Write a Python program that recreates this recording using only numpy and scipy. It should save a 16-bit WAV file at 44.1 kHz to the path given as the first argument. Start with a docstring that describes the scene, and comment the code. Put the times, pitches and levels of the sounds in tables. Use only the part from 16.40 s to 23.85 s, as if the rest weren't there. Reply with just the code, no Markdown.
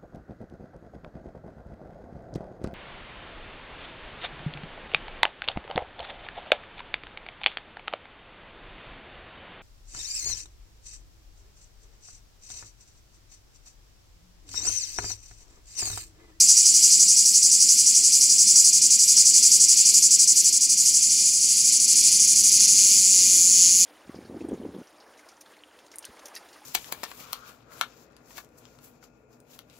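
"""Cicada on a fruit tree

A cicada sings close to the microphone. Each muscle stroke buckles its tymbals twice; the clicks ring the
hollow abdomen, which pumps about twelve times a second, then holds still as the strokes slow to an even buzz.
Filtered noise makes the hiss of distant cicadas, a bush-cricket's rasps and a low outdoor rumble.
The branch and leaves echo every insect."""
import sys
import numpy as np
from scipy import signal
from scipy.fft import rfft, irfft
from scipy.io import wavfile
from scipy.ndimage import uniform_filter1d

SR = 44100
rng = np.random.default_rng(int(sys.argv[2]) if len(sys.argv) > 2 else 0)


def to_wav(sig):
    """Store sig (one row per channel, or 1-D mono) as 16-bit WAV at the path in sys.argv[1].

    Samples outside -1..1 are clipped; the rate is SR.
    """
    pcm = np.clip(np.atleast_2d(sig), -1, 1) * 32767
    pcm = np.round(pcm).astype(np.int16)
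    wavfile.write(sys.argv[1], SR, pcm.T)  # frames by channels


N = 328545
TIME = np.arange(N) / SR

# spectrum of the distant cicadas: [f/Hz, level/dB per Hz]
CHORUS_SPECTRUM = [(1200, -45), (1850, -32), (2150, -15), (2400, -11.5), (2700, -14), (3050, -13),
                   (3850, -15), (4400, 0), (6000, 0.5), (7000, -1.5), (8300, -18.5), (10200, -12),
                   (11500, -17), (13500, -20), (16000, -35)]
# spectrum of the low outdoor rumble: [f/Hz, level/dB per Hz]
RUMBLE_SPECTRUM = [(15, -38), (25, -16), (63, -8), (203, 0), (353, -4), (430, -8), (524, -18.5), (710, -18),
                   (896, -23.5), (1020, -20.5), (1560, -28), (1800, -18), (2340, -20), (3960, -120)]
# left-right difference of the distant sounds: [f/Hz, side level against mid/dB]
STEREO_WIDTH = [(30, -13.5), (90, -16.5), (350, -25.5), (650, -27), (900, -55), (1700, -48), (2200, -25),
                (4300, -27.5), (5400, -32.5), (6000, -99), (9000, -85)]
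# background level as heard, rising after about 5 s: [t/s, level/dB]
BACKGROUND_LEVEL = [(0, -27.5), (1.7, -28.5), (3.0, -27.5), (4.2, -28.5), (5.0, -28.5), (5.7, -24.5),
                    (7.45, -23)]
# reflections off the branch and leaves: [delay/ms, gain/1]
ECHOES = [(0.845, 0.011), (1.374, 0.078), (1.412, 0.028), (2.878, 0.3), (2.954, 0.16), (3.051, 0.083)]
# strokes of the tymbal muscle: [t/s, stroke rate/Hz]
STROKE_RATE = [(0, 336.7), (2.5, 330.3), (3.3, 315.9), (4.25, 292.6), (4.6, 258.2), (5.0, 232.2),
               (5.9, 213.9), (6.8, 183.6), (7.45, 176.3)]
# posture: [t/s, tymbal ring f/Hz, glide through a pump/Hz, click-to-click scatter/Hz, ring time/ms,
# flank ring level/dB, upper ring level/dB]
POSTURE = [(0, 6510, 2100, 330, 0.43, -5.5, -10.5), (1.9, 6520, 2002, 335, 0.44, -5, -9),
           (2.4, 6630, 1697.5, 396, 0.43, -5, -10), (4.2, 6650, 1201, 397, 0.4, -6, -9),
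           (4.8, 6580, 395.5, 350, 0.6, -3.5, -4), (5.5, 6630, 98, 300, 0.51, -4, -2.5),
           (6.2, 6570, 0, 250, 0.59, -7, -3.5), (6.7, 6760, -2, 170, 0.48, -9, -6),
           (7.45, 6693, 0, 170, 0.65, -21, -7.5)]
# runs of evenly paced abdominal pumps: [start t/s, pump rate/Hz]; the last row only ends the pumping
PUMP_RUNS = [(-0.016, 12), (0.754, 11.5), (3.187, 11.9), (4.113, 12), (4.69, 13.2), (4.918, 12.5),
             (5.625, 12.5), (6.347, -1)]
# shape of a pump: [t/s, share spent opening/1, share spent closing/1,
# extra muffling of the side rings when shut/dB per dB of dip]
PUMP_SHAPE = [(0, 0.14, 0.62, 0.22), (1.9, 0.087, 0.48, .15), (2.35, 0.068, 0.28, 0.5),
              (3.0, 0.1, 0.3, .42), (3.7, 0.15, 0.26, .35), (4.15, .1, 0.21, 0.45), (4.6, 0.16, 0.46, .3),
              (5.4, 0.065, 0.18, 0.7), (6.35, 0.074, 0.089, 0.49)]
# effort of the song: [t/s, level with the abdomen open/dB, dip when it shuts/dB]
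EFFORT = [(0, -12.5, 6.5), (0.4, -13, 6), (0.75, -14, 5.5), (1.0, -14, 6.5), (1.88, -15.5, 6),
          (2.24, -13.5, 6), (2.31, -15, 10), (2.9, -14, 7.5), (3.5, -13.5, 9.5), (4.2, -15.5, 13),
          (4.5, -16.5, 6.5), (4.8, -20, 2.5), (5.2, -18.5, 4), (5.45, -17.5, 9), (5.8, -16, 6.5),
          (6.3, -15, 9), (6.38, -13.5, 1.5), (7.45, -15, -0.5)]
# radiation of the body: [f/Hz, level/dB]
BODY_RADIATION = [(1000, -47.5), (3000, -39.5), (3900, -11.5), (4350, -6.5), (5000, -2.5), (6500, -0.5),
                  (7200, 2), (8200, 0), (9000, -1.5), (10300, -2.5), (11300, -5), (13300, -2), (15500, -2)]
# air modes of the abdomen: [f/Hz, bandwidth/Hz, level/dB]
CAVITY_MODES = [(4445, 230, -5.5), (5016, 210, -3.5), (5763, 154, 2), (6403, 150, 1), (7108, 167, 1.5),
                (7776, 296, -2.5), (8556, 330, -2), (9180, 280, -1.5), (9840, 170, -2), (10380, 560, -5.5),
                (13600, 200, -5), (15100, 180, -7), (15400, 220, -9)]
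# wing resonance of the bush-cricket: [f/Hz, level/dB]
WING_RESONANCE = [(8000, -53), (10300, -0.5), (11400, -6.5), (12100, -8.5), (12900, -14), (13600, -21),
                  (16000, -31)]
# bouts of evenly paced rasps: [first rasp t/s, last rasp t/s, rasp rate/Hz, level/dB, growth/dB per s,
# half length of a rasp/s]
RASP_BOUTS = [(0.02, 4.45, 2.26, -33.5, 0.06, 0.056), (5.14, 7.9, 2.06, -37.5, 3, 0.076)]


def undb(db):
    """Level and amplitude: 20 dB is a factor of ten in gain."""
    return 10 ** (np.asarray(db) / 20)


def unit(x):
    """Normalization: scale a signal to an rms of 1."""
    return x / np.sqrt(np.mean(x ** 2))


def curves(table, at):
    """Linear interpolation: read every column of a table at the given times."""
    s, *columns = np.transpose(table)
    return [np.interp(at, s, column) for column in columns]


def colour(x, points):
    """Minimum-phase filtering: a causal response follows (f/Hz, level/dB) points."""
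    size = 4096
    hz, db = np.transpose(points)
    bins = np.maximum(np.arange(size // 2 + 1) * SR / size, 1)
    level = np.interp(np.log(bins), np.log(hz), db)
    # folding the cepstrum onto positive times makes the filter causal
    cepstrum = irfft(np.log(undb(level)))
    cepstrum[1:size // 2] *= 2
    cepstrum[size // 2 + 1:] = 0
    response = irfft(np.exp(rfft(cepstrum)))
    return signal.fftconvolve(x, response)[:N]


def walk(rate):
    """Slow random modulation: smoothed noise, spread near 1, changes about `rate` times a second."""
    step = int(SR / rate)
    held = np.repeat(rng.standard_normal(N // step + 1), step)
    return unit(uniform_filter1d(held, step)[:N])


def paced(start, end, rate):
    """Periodicity: evenly spaced times from start to end, about `rate` a second."""
    return np.linspace(start, end, int(round((end - start) * rate)) + 1)


def distant(spectrum):
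    """Diffuse field: noise from all around is almost alike left and right."""
    mid, side = (unit(colour(rng.standard_normal(N), spectrum)) for _ in range(2))
    return mid + colour(side, STEREO_WIDTH) * np.array([[1], [-1]])


def foliage(x, scatter_db=-10, scatter_s=0.0063):
    """Reflection and scattering: a few near echoes, and a short spray of faint ones from the leaves."""
    size = 2048
    age = np.arange(size) / SR
    hz = np.arange(size // 2 + 1) * SR / size
    # a delay is a phase slope, so echoes may fall between samples
    near = 1 + sum(gain * np.exp(-2j * np.pi * hz * ms / 1000) for ms, gain in ECHOES)
    envelope = np.exp(-age / scatter_s) * np.minimum(age / scatter_s, 1)
    spray = rng.standard_normal(size) * envelope
    response = irfft(near) + undb(scatter_db) * spray / np.linalg.norm(spray)
    return signal.fftconvolve(np.atleast_2d(x), response[None])[:, :N]


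def chorus(waver_db=1.3):
    """Incoherent superposition: many distant cicadas merge into a wavering hiss."""
    level_db = curves(BACKGROUND_LEVEL, TIME)[0] + waver_db * walk(rate=14)
    return unit(foliage(distant(CHORUS_SPECTRUM))) * undb(level_db)


def rumble(against_chorus_db=-23, flutter_db=0.5):
    """Broadband noise: a low outdoor rumble swells gently."""
    level_db = against_chorus_db + curves(BACKGROUND_LEVEL, TIME)[0] + flutter_db * walk(rate=8)
    return distant(RUMBLE_SPECTRUM) * undb(level_db)


def pump_phase(at):
    """Cyclic phase: how far the abdomen is through its present pump, 0-1."""
    runs = [paced(start, end, rate) for (start, rate), (end, _) in zip(PUMP_RUNS, PUMP_RUNS[1:])]
    starts = np.unique(np.concatenate(runs))
    return np.interp(at, starts, np.arange(len(starts))) % 1


def pump_dip(opens_at=0.092, shuts_at=0.97):
    """Aperture loss: decibels lost while shut; in each pump it opens early, then closes by `shuts_at`."""
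    opening, closing, _ = np.maximum(curves(PUMP_SHAPE, TIME), .01)
    phase = pump_phase(TIME)
    gape = np.clip(np.minimum((phase - opens_at) / opening, (shuts_at - phase) / closing), 0, 1)
    shut = np.cos(np.pi / 2 * gape) ** 2
    return shut * curves(EFFORT, TIME)[1]


def click_times(rib_gap_s=.00156, hurry=.07, stroke_jitter=.025, rib_jitter_s=.00007):
    """Buckling: two clicks for each muscle stroke; the strokes hurry in the middle of a deep pump."""
    rate, = curves(STROKE_RATE, TIME)
    glide = curves(POSTURE, TIME)[1]
    depth = glide / glide.max()
    rate = rate * (1 + hurry * depth * (np.sin(np.pi * pump_phase(TIME)) - .7))
    # a stroke falls at each whole turn of the accumulated rate
    turns = np.cumsum(rate * (1 + stroke_jitter * walk(rate=250))) / SR
    first = np.interp(np.arange(1, int(turns[-1])), turns, TIME)
    gap = np.minimum(rib_gap_s, .5 / np.interp(first, TIME, rate))  # at most half a stroke
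    times = np.stack([first, first + gap], axis=1).ravel()
    return np.abs(times + rib_jitter_s * rng.standard_normal(len(times)))


def rings(times, hz, size, decay_s, rise_s):
    """Damped free oscillation: each click rings once, with its own pitch, size and phase."""
    index = (times * SR).astype(int)[:, None] + np.arange(1, 161)
    age = index / SR - times[:, None]
    wave = np.sin(2 * np.pi * (hz[:, None] * age + rng.random((len(times), 1))))
    shape = np.exp(-age / np.reshape(decay_s, (-1, 1))) * (1 - np.exp(-age / rise_s))
    rung = size[:, None] * shape * wave
    return unit(np.bincount(index.ravel(), rung.ravel(), N)[:N])


def cavity(x, direct_db=-9):
    """Cavity resonance: clicks leak out directly and set the air in the abdomen ringing."""
    modes = sum(undb(db) * signal.lfilter(*signal.iirpeak(hz, hz / width, fs=SR), x)
                for hz, width, db in CAVITY_MODES)
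    return undb(direct_db) * x + modes


def cicada(click_spread_db=0.5, second_db=0.5, second_decay=0.77,
           rasp_db=-13, high_flank_db=-1, uneven_db=0.29):
    """Impulsive excitation: clicks ring the abdomen; pumps open it, lift their pitch and free the sound."""
    times = click_times()
    centre, glide, scatter, ring_ms, _, _ = curves(POSTURE, times)
    size_chance, main_chance, low_chance, high_chance, upper_chance = rng.standard_normal((5, len(times)))
    second = np.arange(len(times)) % 2  # the second rib of a stroke rings shorter
    size = undb(click_spread_db * size_chance + second_db * second)
    ring_s = ring_ms / 1000 * np.where(second, second_decay, 1)
    main_hz = centre + glide * (pump_phase(times) - .5) + scatter * main_chance
    main = rings(times, main_hz, size, decay_s=ring_s, rise_s=.00007)
    # weaker rings flank the main one, and a higher one makes the shrill top
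    low = rings(times, 4950 + 250 * low_chance, size, decay_s=0.00071, rise_s=.00009)
    high = rings(times, 8000 + 250 * high_chance, size, decay_s=0.00081, rise_s=.00007)
    upper = rings(times, 9800 + 400 * upper_chance, size, decay_s=0.00045, rise_s=.00006)
    # the membrane rasps for as long as it rings
    envelope = np.abs(signal.hilbert(main))
    rasp = unit(np.sqrt(envelope) * rng.standard_normal(N))
    *_, flank_db, upper_db = curves(POSTURE, TIME)
    dip, muffling = pump_dip(), curves(PUMP_SHAPE, TIME)[2]
    flanks = undb(flank_db) * (low + undb(high_flank_db) * high)
    # the main ring leaks best through a shut abdomen
    rest = (flanks + undb(upper_db) * upper + undb(rasp_db) * rasp) * undb(-muffling * dip)
    radiated = cavity(colour(main + rest, BODY_RADIATION))
    level_db = curves(EFFORT, TIME)[0] + uneven_db * walk(rate=12) - dip
    return unit(foliage(radiated)) * undb(level_db)


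def bush_cricket(grain_db=0.0):
    """Stridulation: noise shaped by a wing resonance makes soft, very high rasps, about two a second."""
    swell = np.zeros(N)
    for first, last, rate, db, growth, half in RASP_BOUTS:
        for s in paced(first, last, rate):
            swell += undb(db + growth * (s - first)) * np.exp(-.5 * ((TIME - s) / half) ** 2)
    scrape = colour(rng.standard_normal(N), WING_RESONANCE) * undb(grain_db * walk(rate=450))
    return unit(foliage(scrape)) * swell


def scene():
    """Linear superposition: cicada and bush-cricket straight ahead, chorus and rumble spread around."""
    return chorus() + rumble() + cicada() + bush_cricket()


def record(dry, ceiling=0.78, top_hz=15710):
    """Clipping and band limitation: the sharpest clicks overload the microphone; the top is cut."""
    clipped = np.clip(dry, -ceiling, ceiling)
    low_pass = signal.ellip(10, .2, 80, top_hz, fs=SR, output="sos")
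    return signal.sosfilt(low_pass, clipped)


dry = scene()
out = record(dry)
to_wav(out)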